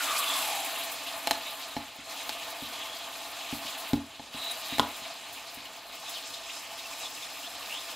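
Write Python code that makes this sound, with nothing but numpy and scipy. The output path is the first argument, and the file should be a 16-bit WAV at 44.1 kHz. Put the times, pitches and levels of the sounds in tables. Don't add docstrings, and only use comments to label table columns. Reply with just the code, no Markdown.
import sys
import numpy as np
from scipy import signal
from scipy.io import wavfile

SR = 44100
rng = np.random.default_rng(int(sys.argv[2]) if len(sys.argv) > 2 else 0)


def bounce(signal):
    frames = np.transpose(np.atleast_2d(signal))
    limited = np.clip(frames, -1, 1)
    pcm = np.round(limited * 32767).astype(np.int16)
    wavfile.write(sys.argv[1], SR, pcm)


N = 350595
TIME = np.arange(N) / SR


def from_db(db):
    return 10 ** (np.asarray(db) / 20)


def rms_one(x):
    return x / np.sqrt(np.mean(x ** 2) + 1e-20)


def in_time(rows):
    times, *columns = np.transpose(rows)
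    return [np.interp(TIME, times, column) for column in columns]


def at_hz(points, hz):
    freqs, levels = np.transpose(points)
    return np.interp(np.log(hz), np.log(freqs), levels)


def add(out, start_s, sound):
    at = int(np.clip(round(start_s * SR), 0, N - 1))
    out[..., at:at + sound.shape[-1]] += sound[..., :N - at]


def butter(x, kind, hz, order=2):
    return signal.sosfilt(signal.butter(order, hz, kind, fs=SR, output="sos"), x)


def drift(rate):
    r = np.exp(-80 * np.pi * rate / SR)
    slow = signal.lfilter([1], [1, -2 * r, r * r], rng.standard_normal(N // 40 + 2002))[2000:]
    return np.interp(np.arange(N) / 40, np.arange(len(slow)), rms_one(slow))


def resonate(x, hz, width_hz):
    r, w = np.exp(-np.pi * width_hz / SR), 2 * np.pi * hz / SR
    return signal.lfilter(np.array([1, 0, -1]) * (1 - r * r) / 2, [1, -2 * r * np.cos(w), r * r], x)


def cavity(x, modes):
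    return rms_one(sum((-1) ** k * from_db(db) * resonate(x, hz, width)
                       for k, (hz, width, db) in enumerate(modes)))


def stereo(mid, side, hz):
    # frequency in Hz, side against mid in dB.
    width = [(30, -13), (120, -24), (700, -27), (1400, -42), (2800, -14.5), (5600, -14), (10000, -13.5),
             (15000, -3)]
    return mid + from_db(at_hz(width, hz)) * side * np.array([[1], [-1]])


def white():
    return rng.standard_normal(N)


def bursts(per_s, spread_db):
    sizes = from_db(spread_db * np.minimum(rng.exponential(1, N), 5)) * rng.choice([-1, 1], N)
    return rms_one(sizes * (rng.random(N) < per_s / SR))


def coloured(source, spectrum, flicker_db, flicker_rate):
    low_hz, high_hz = spectrum[0][0], min(spectrum[-1][0] * 1.1, 17000)
    edges = 20 * 2 ** (np.arange(31) / 3)
    feeds, sides = [source(), source()], rng.standard_normal((2, N))
    out, below = 0, drift(flicker_rate)
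    for k, (low, high) in enumerate(zip(edges, edges[1:])):
        if high < low_hz or low > high_hz:
            continue
        hz, own = np.sqrt(low * high), drift(flicker_rate)
        gain = from_db(at_hz(spectrum, hz) + flicker_db * (own + below) / np.sqrt(2))
        mid, side = butter([feeds[k % 2], sides[k % 2]], "band", [low, high])
        out = out + gain * stereo(mid, side, hz)
        below = own
    return rms_one(out)


def steam_flow():
    # time in seconds, dB above the usual flow.
    flow = [(0.0, 8.5), (0.13, 10.5), (0.49, 9), (1.03, 1.5), (1.49, 2.2), (1.67, 0), (2.73, 1.4),
            (3.03, 0.0), (4.73, 2.5), (5.25, -3.5), (5.37, -2.5), (5.85, -4.5), (6.15, -1), (6.27, -3),
            (6.75, -2), (7.05, 0.1), (7.11, -2.1), (7.95, 0.1)]
    # start and end in seconds, depth in dB, closing time in seconds.
    presses = [(1.75, 2.03, 8.5, 0.24), (3.91, 4.301, 10.5, 0.13)]
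    reopen_s = 0.066
    db, = in_time(flow)
    for start, end, depth_db, closing_s in presses:
        closing = np.clip((TIME - start) / closing_s, 0, 1)
        held = np.clip(1 - (TIME - end) / reopen_s, 0, 1)
        db = db - depth_db * closing * held
    return db


def simmer(flow_db):
    # centre in Hz, width in Hz, level in dB.
    hollow = [(281.7, 26, -5.5), (488, 29, -8.5), (668, 36.7, 4.5), (865, 72, -0.5), (961, 30, -3),
              (1042, 57, -2), (1208, 88, -2), (1463, 160, -10), (1813, 120, -6)]
    mid, side = [cavity(bursts(per_s=4000, spread_db=1.5), hollow) for _ in range(2)]
    level_db = -46 + 0.99 * np.minimum(flow_db, 5) + 1.1 * drift(14)
    return from_db(level_db) * stereo(mid, side, 1400)


def table_bounce(x, delay_s, db):
    late = np.array([np.interp(TIME - delay_s, TIME, channel, left=0) for channel in x])
    return (x + from_db(db) * late) / np.sqrt(1 + from_db(2 * db))


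def steam(flow_db, spurt):
    # frequency in Hz, level in dB per Hz.
    hiss_colour = [(300, -15), (900, -7.5), (1400, -2), (1950, -4), (2500, 6.5), (3300, 3.5), (4100, 5),
                   (4900, -3.5), (5700, -6.5), (6800, -15), (8000, -13.5), (11000, -27)]
    # centre in Hz, width in Hz, level in dB.
    seam_modes = [(2182, 70, -1), (2453, 85, 5), (2665, 59, 2), (2920, 69, 1.5), (3395, 92, 3),
                  (3554, 45, -1.5), (3880, 45, 7), (4194, 26, 8), (4350, 80, -4), (4710, 68, 0),
                  (4800, 44, -6)]
    hiss = coloured(lambda: bursts(per_s=12000, spread_db=3.5), hiss_colour,
                    flicker_db=2.43, flicker_rate=15.3)
    seam = cavity(bursts(per_s=5000, spread_db=1), seam_modes)
    gain = from_db(-42 + 0.87 * flow_db + 0.5 * spurt)
    return table_bounce(gain * (from_db(-1.92) * hiss + from_db(-6) * seam), delay_s=0.0019, db=-23)


def droplets():
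    # centre in Hz, width in Hz, level in dB.
    first_tint = [(5100, 950, -2.5), (6200, 950, -2), (7360, 940, -0.5), (8320, 500, -1.5), (10480, 550, -4),
                  (11700, 340, -10), (13800, 600, -40)]
    second_tint = [(6560, 980, 3.5), (7500, 1280, 4), (9800, 2600, -2), (11460, 650, 2), (13200, 920, -1),
                   (15400, 700, -8)]
    third_tint = [(5140, 380, 9.5), (6330, 210, 5.5), (6660, 290, 2), (9800, 260, -12), (10900, 1000, -39),
                  (12500, 680, -13), (14100, 1900, -2)]
    # time in seconds, then each colour's share from 0 to 1.
    tint_shares = [(.55, 1, 0.9, 0.01), (.8, 0.17, 1, 0.15), (5.8, 0.12, 0.82, 0.2), (6.05, 0.9, 0.8, 1)]
    # frequency in Hz, level in dB per Hz.
    spray_colour = [(2000, -34), (4500, -14), (6200, -12), (7700, -16), (9200, 6.5), (10600, -7),
                    (12000, 1), (13600, 4), (15500, -9)]
    tinted = 0
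    for share, modes in zip(in_time(tint_shares), (first_tint, second_tint, third_tint)):
        mid, side = [cavity(bursts(per_s=11000, spread_db=3.5), modes) for _ in range(2)]
        tinted = tinted + np.sqrt(share) * stereo(mid, from_db(5.5) * side, 9400)
    open_air = coloured(lambda: bursts(per_s=6000, spread_db=5), spray_colour,
                        flicker_db=7.5, flicker_rate=21)
    wide = stereo(open_air[0], from_db(20) * open_air[1], 10400)
    mid, side = [cavity(bursts(per_s=1900, spread_db=6), [(12600, 7900, 0)]) for _ in range(2)]
    flurry = from_db(-12.5 + 4.2 * drift(38)) * butter(stereo(mid, side, 12500), "high", 7400)
    return from_db(0.5) * butter(tinted, "high", 4100) + from_db(-13) * wide + flurry


def spray(flow_db, spurt):
    crackle, split_hz = droplets(), 8800
    coarse = from_db(-50.5 + 0.84 * flow_db + 2.2 * spurt) * butter(crackle, "low", split_hz, order=3)
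    mist = from_db(-51.5 + 1.4 * flow_db + 2 * drift(21)) * butter(crackle, "high", split_hz, order=3)
    return table_bounce(coarse + mist, delay_s=0.0029, db=-10)


def breathy_tone(hz, width_hz):
    a, b = butter(rng.standard_normal((2, len(hz))), "low", width_hz / 2)
    phase = 2 * np.pi * np.cumsum(hz) / SR
    return rms_one(a * np.cos(phase) + b * np.sin(phase))


def jet():
    # time in seconds, pitch in Hz, level in dB.
    note = [(0, 1457, -34), (.05, 1370, -46), (.09, 1210, -34.5), (.18, 1166, -36), (.4, 1100, -40.5),
            (.435, 847, -45), (.48, 810, -38), (.62, 785, -42.5), (1.0, 707, -77)]
    hz, db = in_time(note)
    rush = butter(breathy_tone(1.1 * hz, width_hz=620), "high", 700)
    return from_db(db) * (breathy_tone(hz, width_hz=115) + from_db(-6) * rush)


def squeals():
    # start and length in seconds, first and last pitch in Hz, level in dB.
    glides = [(.04, 0.11, 3550, 3610, -42), (0.219, 0.19, 3435, 3435, -36), (1.451, 0.072, 3600, 4000, -41),
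              (1.702, 0.046, 3930, 3730, -46), (2.63, .46, 3380, 3260, -46.5),
              (4.363, 0.19, 3920, 3830, -37.5), (4.68, 0.13, 3760, 3920, -41),
              (6.059, 0.056, 3260, 3890, -45), (6.149, .05, 3400, 2920, -40.5),
              (6.624, 0.039, 2420, 3270, -47), (6.818, 0.06, 2360, 2880, -44.5),
              (6.929, 0.013, 2330, 2550, -43), (7.028, .06, 3900, 3330, -42.5),
              (7.169, 0.019, 2520, 2690, -44), (7.219, 0.035, 3400, 3650, -42),
              (7.421, 0.066, 2795, 3640, -43), (7.613, 0.029, 2670, 3000, -45),
              (7.686, 0.12, 2320, 3800, -37.5)]
    out = np.zeros((2, N))
    for start, length, first_hz, last_hz, db in glides:
        hz = np.geomspace(first_hz, last_hz, int(length * SR))
        swell = np.hanning(len(hz)) ** (1 / 3)
        mid, side = [breathy_tone(hz, width_hz=250 + 0.19 * abs(last_hz - first_hz)) for _ in range(2)]
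        add(out, start, from_db(db) * swell * stereo(mid, side, first_hz))
    return out


def lesser_spits(flow_db, per_s=21, low_hz=3000, high_hz=15200, width_hz=850):
    rows = []
    for when, size, length, pitch in rng.random((400, 4))[:int(per_s * N / SR)]:
        db = -50.5 + flow_db[int(when * N)] + 2 * (2 * size - 1)
        hz = low_hz + pitch * (high_hz - low_hz)
        rows.append((when * N / SR, db, 0.017 * (0.5 + length), hz, width_hz))
    return rows


def spits(flow_db, attack_s=0.003):
    # start in seconds, level in dB, decay in seconds, pitch in Hz.
    loud_spits = [(0.753, -35, .012, 2640), (0.831, -37, .025, 12000), (0.914, -36, 0.028, 12000),
                  (1.328, -28, .005, 3900), (2.5, -37, 0.012, 13500), (3.532, -43, 0.084, 12000),
                  (3.775, -41, 0.05, 12000), (4.96, -43, 0.034, 13000), (5.326, -43, .025, 12700),
                  (5.54, -40, 0.01, 11500), (5.652, -38, 0.015, 3000), (6.091, -39.5, 0.021, 12000),
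                  (6.138, -38, 0.049, 4100), (6.336, -34.5, 0.027, 3760), (6.789, -34, .012, 3900),
                  (7.655, -37, .01, 4300)]
    out, t = np.zeros((2, N)), TIME[:SR // 5]
    noise = rng.standard_normal((2, N + len(t)))
    loud = [(start, db, decay_s, hz, 800 * (hz / 4000) ** 2.6) for start, db, decay_s, hz in loud_spits]
    for start, db, decay_s, hz, width_hz in loud + lesser_spits(flow_db):
        at = int(start * SR)
        puff = rms_one(resonate(noise[:, at:at + len(t)], hz, width_hz))
        mid, side = butter(puff, "high", 0.44 * hz)
        envelope = (1 - np.exp(-t / attack_s)) * np.exp(-t / decay_s)
        add(out, start, from_db(db) * envelope * stereo(mid, side, hz))
    return out


def room_tone():
    # frequency in Hz, level in dB per Hz.
    room_colour = [(25, -10.5), (55, -6.5), (100, -4), (170, -9), (280, -4), (500, -3), (1500, -8)]
    return from_db(-58.5) * coloured(white, room_colour, flicker_db=2, flicker_rate=8.2)


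def blows(times, levels_db, contact_s, rebound_db, rebound_s, softening):
    force, t = np.zeros(N), TIME[:SR // 50]
    for start, db in zip(times, levels_db):
        push = t * np.exp(-t / (contact_s * from_db(softening * (max(levels_db) - db))))
        add(force, start, from_db(db) * push / push.sum())
        add(force, start + rebound_s, from_db(db + rebound_db) * push / push.sum())
    return force


def ring(force, modes):
    out = 0
    for hz, db, t60 in modes:
        r, w = from_db(-60 / (t60 * SR)), 2 * np.pi * hz / SR
        mode = signal.lfilter([0, np.sin(w)], [1, -2 * r * np.cos(w), r * r], force + 1e-18)
        out = out + from_db(db) * mode
    return out


def knocks():
    # start in seconds, then thump, clack, click and latch ring in dB.
    snaps = [(1.2723, -37, -14, -8, -57), (1.3098, -34, -12.5, -3, -42), (1.3127, -42, -23, -19, -37),
             (2.293, -42, -23.5, -11, -38), (4.783, -31, -19, -12, -40), (4.7961, -21.5, -19, -5.5, -7.5)]
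    # start in seconds, thump in dB, shell clack in dB.
    bumps = [(1.766, -27, -18.5), (1.988, -41, -50), (2.623, -34.5, -38), (2.67, -47, -54),
             (3.527, -26.5, -27), (3.65, -41, -35), (3.933, -13.5, -21), (4.196, -38.5, -27),
             (4.346, -35, -51), (4.724, -31.5, -47), (5.02, -44.5, -56), (5.572, -42, -38)]
    # pitch in Hz, level in dB, seconds to fall 60 dB.
    body_modes = [(55, -21, 0.27), (85.8, -18, 0.33), (138, -23, 0.14), (236, -4, 0.074),
                  (274, -5.5, 0.097), (403, -47, .025)]
    shell_modes = [(692, -20.5, 0.13), (830, -3, 0.022), (1823, -14.5, 0.024), (2230, -12, 0.014),
                   (3120, -7.5, 0.0084), (4130, -11.5, 0.033), (5400, -16, 0.044), (7450, -23, .007)]
    latch_modes = [(476, -15, 0.023), (644, -20, .025), (1030, -1.5, 0.017), (1253, -21, 0.1),
                   (1434, -10.5, 0.029), (1910, -14.5, 0.015), (3400, -5.5, 0.01)]
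    # frequency in Hz, level in dB per Hz.
    click_colour = [(400, -19), (1000, 18), (2700, 11), (4000, 18), (5800, 3.5), (7200, 11), (9000, -14),
                    (11500, 5.5), (15500, -24)]
    hardest = max(thump for _, thump, _ in bumps)
    hands = [(start, thump, clack, -16 - 2.6 * (hardest - thump), thump - 18)
             for start, thump, clack in bumps]
    times, thump_db, clack_db, click_db, latch_db = np.transpose(hands + snaps)
    on_body = blows(times, thump_db, contact_s=2e-4, rebound_db=-3, rebound_s=0.00744, softening=0.17)
    on_shell = blows(times, clack_db, contact_s=25e-6, rebound_db=-3.5, rebound_s=0.0058, softening=0.67)
    on_latch = blows(times, latch_db, contact_s=2e-5, rebound_db=-10.5, rebound_s=0.005, softening=0.1)
    on_plastic = blows(times, click_db, contact_s=8e-5, rebound_db=-11, rebound_s=0.0057, softening=0)
    thump = butter(ring(on_body, body_modes), "high", 55)
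    clack = butter(ring(on_shell, shell_modes) + ring(on_latch, latch_modes), "high", 580)
    envelope = signal.lfilter([1], [1, -np.exp(-1 / (0.0015 * SR))], on_plastic + 1e-18)
    click = envelope * coloured(white, click_colour, flicker_db=0.5, flicker_rate=3.7)
    return thump + clack + from_db(-9.5) * click


def room(x, wall_cut_hz, t60_s):
    out, dull = np.zeros((2, N)), np.exp(-2 * np.pi * wall_cut_hz / SR)
    for k, lag in enumerate((rng.uniform(0.011, 0.04, 18) * SR).astype(int)):
        loop, state = x.copy(), [0.0]
        gain = from_db(-60 * lag / SR / t60_s)
        for i in range(lag, N, lag):
            back, state = signal.lfilter([gain * (1 - dull)], [1, -dull], loop[i - lag:i], zi=state)
            loop[i:i + lag] += back[:N - i]
        out[k % 2] += (loop - x) * (-1) ** (k // 2)
    for lag in (67, 151, 233):
        gap = np.zeros(lag - 1)
        out = signal.lfilter(np.r_[-0.6, gap, 1], np.r_[1, gap, -0.6], out)
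    return stereo(out[0], butter(out[1], "high", 1500, order=1), 8000)


def scene():
    flow_db, handling = steam_flow(), knocks()
    send = butter(handling.mean(axis=0), "high", 255)
    echo = from_db(-15.5) * room(send, wall_cut_hz=3700, t60_s=0.3)
    air = room_tone()
    spurt = drift(7.3)
    sizzle = simmer(flow_db) + steam(flow_db, spurt) + spray(flow_db, spurt)
    return sizzle + jet() + squeals() + spits(flow_db) + air + handling + echo


def record(dry, cutoff_hz=15700):
    return signal.sosfilt(signal.ellip(12, 0.1, 80, cutoff_hz, fs=SR, output="sos"), dry)


dry = scene()
out = record(dry)
bounce(out)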